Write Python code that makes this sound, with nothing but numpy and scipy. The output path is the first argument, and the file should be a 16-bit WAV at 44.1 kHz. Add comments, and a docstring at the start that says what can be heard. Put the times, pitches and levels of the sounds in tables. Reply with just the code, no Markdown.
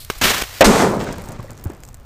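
"""A bottle under gas pressure lies on grass in an open field, one microphone close by.
It spits and leaks at the neck, pops, vents in a jet and then bursts. The bang overloads the
microphone, spray hisses out and echoes come back from the tall crop behind. Drops patter
on the dry grass and pieces thud down. A light wind rumbles on the microphone throughout."""
import sys
import numpy as np
from scipy import signal
from scipy.fft import rfft, irfft
from scipy.io import wavfile

SR = 44100
rng = np.random.default_rng(int(sys.argv[2]) if len(sys.argv) > 2 else 0)


def int16_out(signal):
    """Quantize to a 16-bit WAV file."""
    q = np.round(np.clip(np.atleast_2d(signal).T, -1, 1) * 32767)
    wavfile.write(sys.argv[1], SR, q.astype(np.int16))


N = 90404
TIME = np.arange(N) / SR
POP_S, BURST_S, CUTOFF_HZ = .1008, .6083, 15500

# Every _SPECTRUM is the shape of a noise: f/Hz, level/dB
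# gas seeping at the neck: t/s, level/dB
LEAK_LEVEL = [(0, -55), (.04, -53), (.09, -48), (.115, -33), (.15, -37.5), (.2, -41.5), (.44, -33.5),
              (.5, -36.5), (.595, -35)]
LEAK_SPECTRUM = [(150, -6), (600, 3.5), (1800, 5), (4500, 3), (8000, -1), (15000, -3.5)]
# liquid spitting at the neck: t/s, level/dB, attack/s, hold/s, decay/s
NECK_SPITS = [(0, -38, 0.0016, 0.014, 0.037), (.0475, -29.5, 0.00053, 0.00091, 0.002),
              (.176, -34, 0.0094, .002, .004)]
SPIT_SPECTRUM = [(800, -23), (4200, 5), (6500, -5), (9000, 3), (11000, 2.5), (15000, -2)]
# hollow knock of the seal giving: f/Hz, level/dB, decay/s
SEAL_MODES = [(151, -23, 0.0025), (427, -17, 0.0034), (540, -26, 0.003), (1020, -12, 0.0012),
              (1500, -18, 0.0033)]
# gusts of gas from the neck: t/s, level/dB, attack/s, hold/s, decay/s
GAS_SPURTS = [(.1, -23.5, 0.00031, 0.0057, 0.0043), (.212, -16.5, 0.003, 0.0068, 0.018),
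              (.411, -16.5, 0.0053, 0.0076, 0.0019), (.434, -24.5, 0.0018, 0.003, 0.0039)]
JET_SPECTRUM = [(40, -4), (170, -4), (400, -1), (700, -3), (1300, -0.5), (3000, -2), (5500, -7),
                (8500, -10), (15000, -14.5)]
TURBULENCE_SPECTRUM = [(25, 0), (70, -6.5), (170, 1.5), (300, -7.5), (700, -45)]
# slow pushes of air at the microphone: t/s, level/dB, f/Hz, decay/s
AIR_PUSHES = [(0.103, -27, 45, .006), (0.162, -25, 34.6, 0.029), (0.418, -18.5, 50, 0.014),
              (0.656, -4.5, 35.4, 0.03)]

# ringing of the burst bottle: f/Hz, level/dB, decay/s
BOTTLE_MODES = [(597.6, 14, 0.011), (478.4, 9.5, .011), (365.4, 4, 0.014), (724, 11.5, 0.0059)]
CRACK_SPECTRUM = [(100, -6.5), (550, 30), (900, 4), (5000, -0.5), (15000, -8)]
BANG_HISS_SPECTRUM = [(300, 6), (1000, 16), (3000, 25), (8000, -33), (15000, -21)]
GUSH_SPECTRUM = [(100, -23.5), (400, -6), (640, 0.5), (850, -9), (3000, -28), (8000, -62)]
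BOOM_SPECTRUM = [(20, -9), (45, -11), (110, -24), (210, 4.5), (300, -4.5), (420, -1), (600, -8),
                 (1200, -42), (3000, -57.5)]
# cloud of spray: t/s, level/dB, attack/s, hold/s, decay/s
SPRAY_SWELLS = [(.641, -4, 0.0064, 0.01, 0.032), (.68, -16.5, 0.019, .12, 0.051)]
SPRAY_SPECTRUM = [(300, -0.5), (1200, 9), (3000, 0), (7500, -0.5), (10000, -4.5), (15000, -19.5)]

# returns from field and crop: t/s, level/dB, attack/s, hold/s, decay at 400 Hz/s
CROP_ECHOES = [(.612, -11, 0.0086, 0.15, 0.096), (.785, -10, 0.015, 0.042, 0.077)]
ECHO_SPECTRUM = [(40, -42), (85, -26), (125, -10.5), (195, 1.5), (300, -4.5), (420, -0.5), (1100, -10),
                 (2200, -23), (5000, -48), (15000, -55)]
# sharper echoes from the far edges of the field: t/s, level/dB, attack/s, hold/s, decay/s
EDGE_SLAPS = [(.818, -14.5, 0.0042, .002, 0.0096), (.992, -24, 0.012, 0.005, 0.043),
              (1.062, -29.5, 0.0067, 0.016, 0.061)]
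SLAP_SPECTRUM = [(100, -1), (450, 10.5), (1300, -2), (5000, -14.5), (8000, -17), (15000, -54)]
ROLL_SPECTRUM = [(50, -3), (130, 5), (300, -7.5), (600, -11), (1300, -16.5), (3000, -27), (8000, -32.5),
                 (15000, -51)]

# large drops on dry grass: t/s, level/dB, top treble/dB
LARGE_DROPS = [(1.1253, -22, -10), (1.219, -37.5, 8), (1.258, -37.5, 5), (1.2875, -28.5, -4),
               (1.3198, -29, -5), (1.326, -32.5, -4), (1.4287, -40, 6), (1.5063, -30.5, 1),
               (1.577, -35.5, -1), (1.596, -38.5, -16), (1.6399, -33, 10), (1.6503, -39, 4),
               (1.671, -34, -12), (1.7012, -34.5, -16), (1.8356, -27.5, -3), (1.851, -33.5, -2),
               (1.888, -33.5, 1), (1.944, -32.5, 3)]
# base strength of the small drops: t/s, level/dB
PATTER_LEVEL = [(.8, -29.5), (1.3, -43), (1.47, -46.5), (1.9, -48), (2.05, -56)]
DROP_SPECTRUM = [(800, 6), (3000, -10.5), (7500, 4.5), (11000, -1), (15000, -3.5)]
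# heavy pieces landing: t/s, level/dB, f/Hz, decay/s, scuff level/dB, scuff decay/s
PIECE_THUDS = [(1.288, -24.5, 109, 0.0057, -33, 0.049), (1.393, -20, 111, 0.008, -38, 0.0083),
               (1.442, -30, 533, 0.0073, -55, 0.0092), (1.494, -26, 120, 0.0062, -32.5, 0.02),
               (1.654, -23, 302, 0.006, -38, 0.0062), (1.66, -12, 87, 0.0098, -36.5, 0.04),
               (1.698, -20, 327, 0.0033, -38.5, 0.05)]
SCUFF_SPECTRUM = [(150, 8.5), (600, 5), (2500, -13.5), (8000, -55)]
# light plastic scraps landing: t/s, level/dB, f/Hz, decay/s
SCRAP_CLACKS = [(1.0685, -24.5, 1500, 0.004), (1.272, -32, 910, 0.0047), (1.3968, -29, 1080, .003),
                (1.482, -40.5, 1930, .004), (1.656, -43, 1300, 0.0026), (1.6995, -31.5, 920, 0.0025)]
GRIT_SPECTRUM = [(300, 0), (1800, 0), (10000, -36)]

# wind on the microphone and the open air around it: f/Hz, level/dB
WIND_SPECTRUM = [(15, -2), (35, -2.5), (120, -3.5), (220, -49), (600, -48.5)]
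AIR_SPECTRUM = [(100, 8.5), (600, 4.5), (1200, 1.5), (2500, -8), (7500, -23), (15000, -43)]


def from_db(db):
    """Decibels to gain."""
    return 10 ** (np.asarray(db) / 20)


def level_curve(rows):
    """Gain along points of t/s, level/dB."""
    return from_db(np.interp(TIME, *np.transpose(rows)))


def noise(spectrum, low=0, high=np.inf):
    """Noise of rms 1 with the given spectrum, or its share between two frequencies."""
    hz, db = np.transpose(spectrum)
    f = np.arange(N // 2 + 1) * SR / N + 1e-3
    gain = from_db(np.interp(np.log(f), np.log(hz), db)) * (f > 10) * (f < CUTOFF_HZ)
    gain = gain / np.sqrt(np.mean(gain ** 2))
    return irfft(rfft(rng.standard_normal(N)) * gain * (f >= low) * (f < high), N)


def flutter(rate_hz, depth_db):
    """A gain that wanders at random."""
    pole = np.exp(-2 * np.pi * rate_hz / SR)
    slow = signal.lfilter([1], [1, -2 * pole, pole * pole], rng.standard_normal(N + SR))[SR:]
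    return from_db(depth_db * slow / slow.std())


def swell(start, db, decay, attack=1 / SR, hold=0):
    """Straight rise to a level, hold, exponential release; times in seconds."""
    age = TIME - start
    return from_db(db) * np.clip(age / attack, 0, 1) * np.exp(-np.maximum(age - attack - hold, 0) / decay)


def swells(rows, stretch=1):
    """Overlapping swells added in power; stretch scales their decays."""
    return np.sqrt(sum(swell(start, db, decay * stretch, attack, hold) ** 2
                       for start, db, attack, hold, decay in rows))


def ring(start, db, hz, decay, attack=1 / SR):
    """One damped vibration."""
    return swell(start, db, decay, attack) * np.sin(2 * np.pi * hz * (TIME - start))


def burst():
    """The wall cracks and rings; gas churns through the split, then come spray and a low boom."""
    crack = swell(BURST_S, db=24, decay=.0029) * noise(CRACK_SPECTRUM)
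    # a brief harsh hiss during the overloaded bang
    bang_hiss = swell(BURST_S, db=-5.5, hold=.019, decay=.0024) * noise(BANG_HISS_SPECTRUM)
    boom = swell(.64, db=-3.5, attack=.031, hold=.042, decay=.0047) * noise(BOOM_SPECTRUM)
    spray = swells(SPRAY_SWELLS) * noise(SPRAY_SPECTRUM)
    gush = swell(BURST_S, db=12, decay=.013) * noise(GUSH_SPECTRUM)
    # the pitch wavers as the bottle opens
    wavering_age = np.cumsum(flutter(120, depth_db=.6) * (TIME > BURST_S)) / SR
    body = sum(swell(BURST_S, db, decay) * np.sin(2 * np.pi * hz * wavering_age)
               for hz, db, decay in BOTTLE_MODES)
    return crack + bang_hiss + body + gush + boom + spray


def escaping_gas():
    """The neck leaks and spits, the seal pops, gas spurts and jets; air pushes at the microphone."""
    leak = level_curve(LEAK_LEVEL) * noise(LEAK_SPECTRUM) * flutter(110, depth_db=1.5) * (TIME < BURST_S)
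    spits = swells(NECK_SPITS) * noise(SPIT_SPECTRUM)
    pop = sum(ring(POP_S, db, hz, decay) for hz, db, decay in SEAL_MODES)
    snap = swell(POP_S, db=-11, decay=.00043)
    jet_end_s, jet_shut_s = .403, .017
    shutting = np.exp(-np.maximum(TIME - jet_end_s, 0) / jet_shut_s)
    jet = swell(.2196, db=-8, attack=.026, decay=.11) * shutting
    flow = np.hypot(jet + snap, swells(GAS_SPURTS))
    rush = flow * noise(JET_SPECTRUM) * flutter(72, depth_db=1.72)
    # low flapping as the jet opens
    turbulence = swell(.212, db=-16, attack=.0056, decay=.034) * noise(TURBULENCE_SPECTRUM)
    pushes = sum(ring(*push, attack=.0015) for push in AIR_PUSHES)
    return leak + spits + pop + rush + turbulence + pushes


def field_echoes():
    """The bang comes back from crop and field edges, grainy, treble dying first, over a distant roll."""
    octave_edges_hz = 20 * 2.0 ** np.arange(11)
    returns = swells(EDGE_SLAPS) * noise(SLAP_SPECTRUM)
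    for low, high in zip(octave_edges_hz, octave_edges_hz[1:]):
        returns += noise(ECHO_SPECTRUM, low, high) * swells(CROP_ECHOES, stretch=(400 / low) ** .19)
    roll = swell(BURST_S, db=-23.5, attack=.14, decay=.41) * noise(ROLL_SPECTRUM)
    # the far crop throws back the low note of the boom
    note = ring(.765, db=-14, hz=196, decay=.03, attack=.03)
    return returns * flutter(360, depth_db=2.5) + note + roll * flutter(100, depth_db=2)


def drops():
    """Many small drops tick on dry grass; each large one also leaves the struck blade shivering."""
    drops_per_s, spread_db, tick_decay_s, split_hz = 99, 3.5, .0007, 9500
    sizes = from_db(spread_db * np.minimum(rng.exponential(1, N), 3))
    hits = (rng.random(N) < drops_per_s / SR) * sizes * level_curve(PATTER_LEVEL) * (TIME > BURST_S)
    lower = upper = signal.lfilter([1], [1, -np.exp(-1 / (tick_decay_s * SR))], hits + 1e-18)
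    for start, db, treble_db in LARGE_DROPS:
        tick = swell(start, db, tick_decay_s)
        rustle = swell(start, db - 13, decay=.005)
        lower = lower + tick + rustle
        upper = upper + (tick + rustle) * from_db(treble_db)
    return lower * noise(DROP_SPECTRUM, high=split_hz) + upper * noise(DROP_SPECTRUM, low=split_hz)


def falling_pieces():
    """Heavy pieces land with a dull thud and a scuff of grass, light scraps with a gritty clack."""
    thud_rise_s, clack_rise_s = .00337, .0012
    thuds = sum(ring(*thud[:4], thud_rise_s) for thud in PIECE_THUDS)
    scuffs = sum(swell(start, db, decay, thud_rise_s) for start, *_, db, decay in PIECE_THUDS)
    clacks = sum(ring(*clack, clack_rise_s) for clack in SCRAP_CLACKS)
    grit = sum(swell(start, db - 11, decay, clack_rise_s) for start, db, _, decay in SCRAP_CLACKS)
    return scuffs * noise(SCUFF_SPECTRUM) - thuds + clacks + grit * noise(GRIT_SPECTRUM)


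def wind():
    """Light wind buffets the microphone over the quiet air of the field."""
    rumble = from_db(-41) * noise(WIND_SPECTRUM) * flutter(13, depth_db=1.5)
    return rumble + from_db(-54.5) * noise(AIR_SPECTRUM)


def scene():
    """The bottle nearby and the field beyond, at one microphone."""
    return (burst() + escaping_gas() + field_echoes() + drops() + falling_pieces() + wind())[None]


def limiter(x, threshold_db=-5, attack_s=.0087, release_db_per_s=22):
    """Turns the level down within milliseconds and lets it back slowly."""
    over_db = np.maximum(20 * np.log10(np.abs(x) + 1e-9) - threshold_db, 0)
    release_db = release_db_per_s * TIME
    held_db = np.maximum.accumulate(over_db + release_db, axis=-1) - release_db
    pole = np.exp(-1 / (attack_s * SR))
    return x * from_db(-signal.lfilter([1 - pole], [1, -pole], held_db))


def record(dry):
    """The microphone overloads, a limiter steps in, the treble has a dip and the top is cut."""
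    overload, dip_hz, dip_depth = .88, 9970, .54
    limited = limiter(np.clip(dry, -overload, overload))
    notched = signal.lfilter(*signal.iirnotch(dip_hz, Q=5.2, fs=SR), limited)
    dipped = limited + dip_depth * (notched - limited)
    return signal.sosfilt(signal.ellip(12, .1, 80, CUTOFF_HZ, fs=SR, output="sos"), dipped)


dry = scene()
out = record(dry)
int16_out(out)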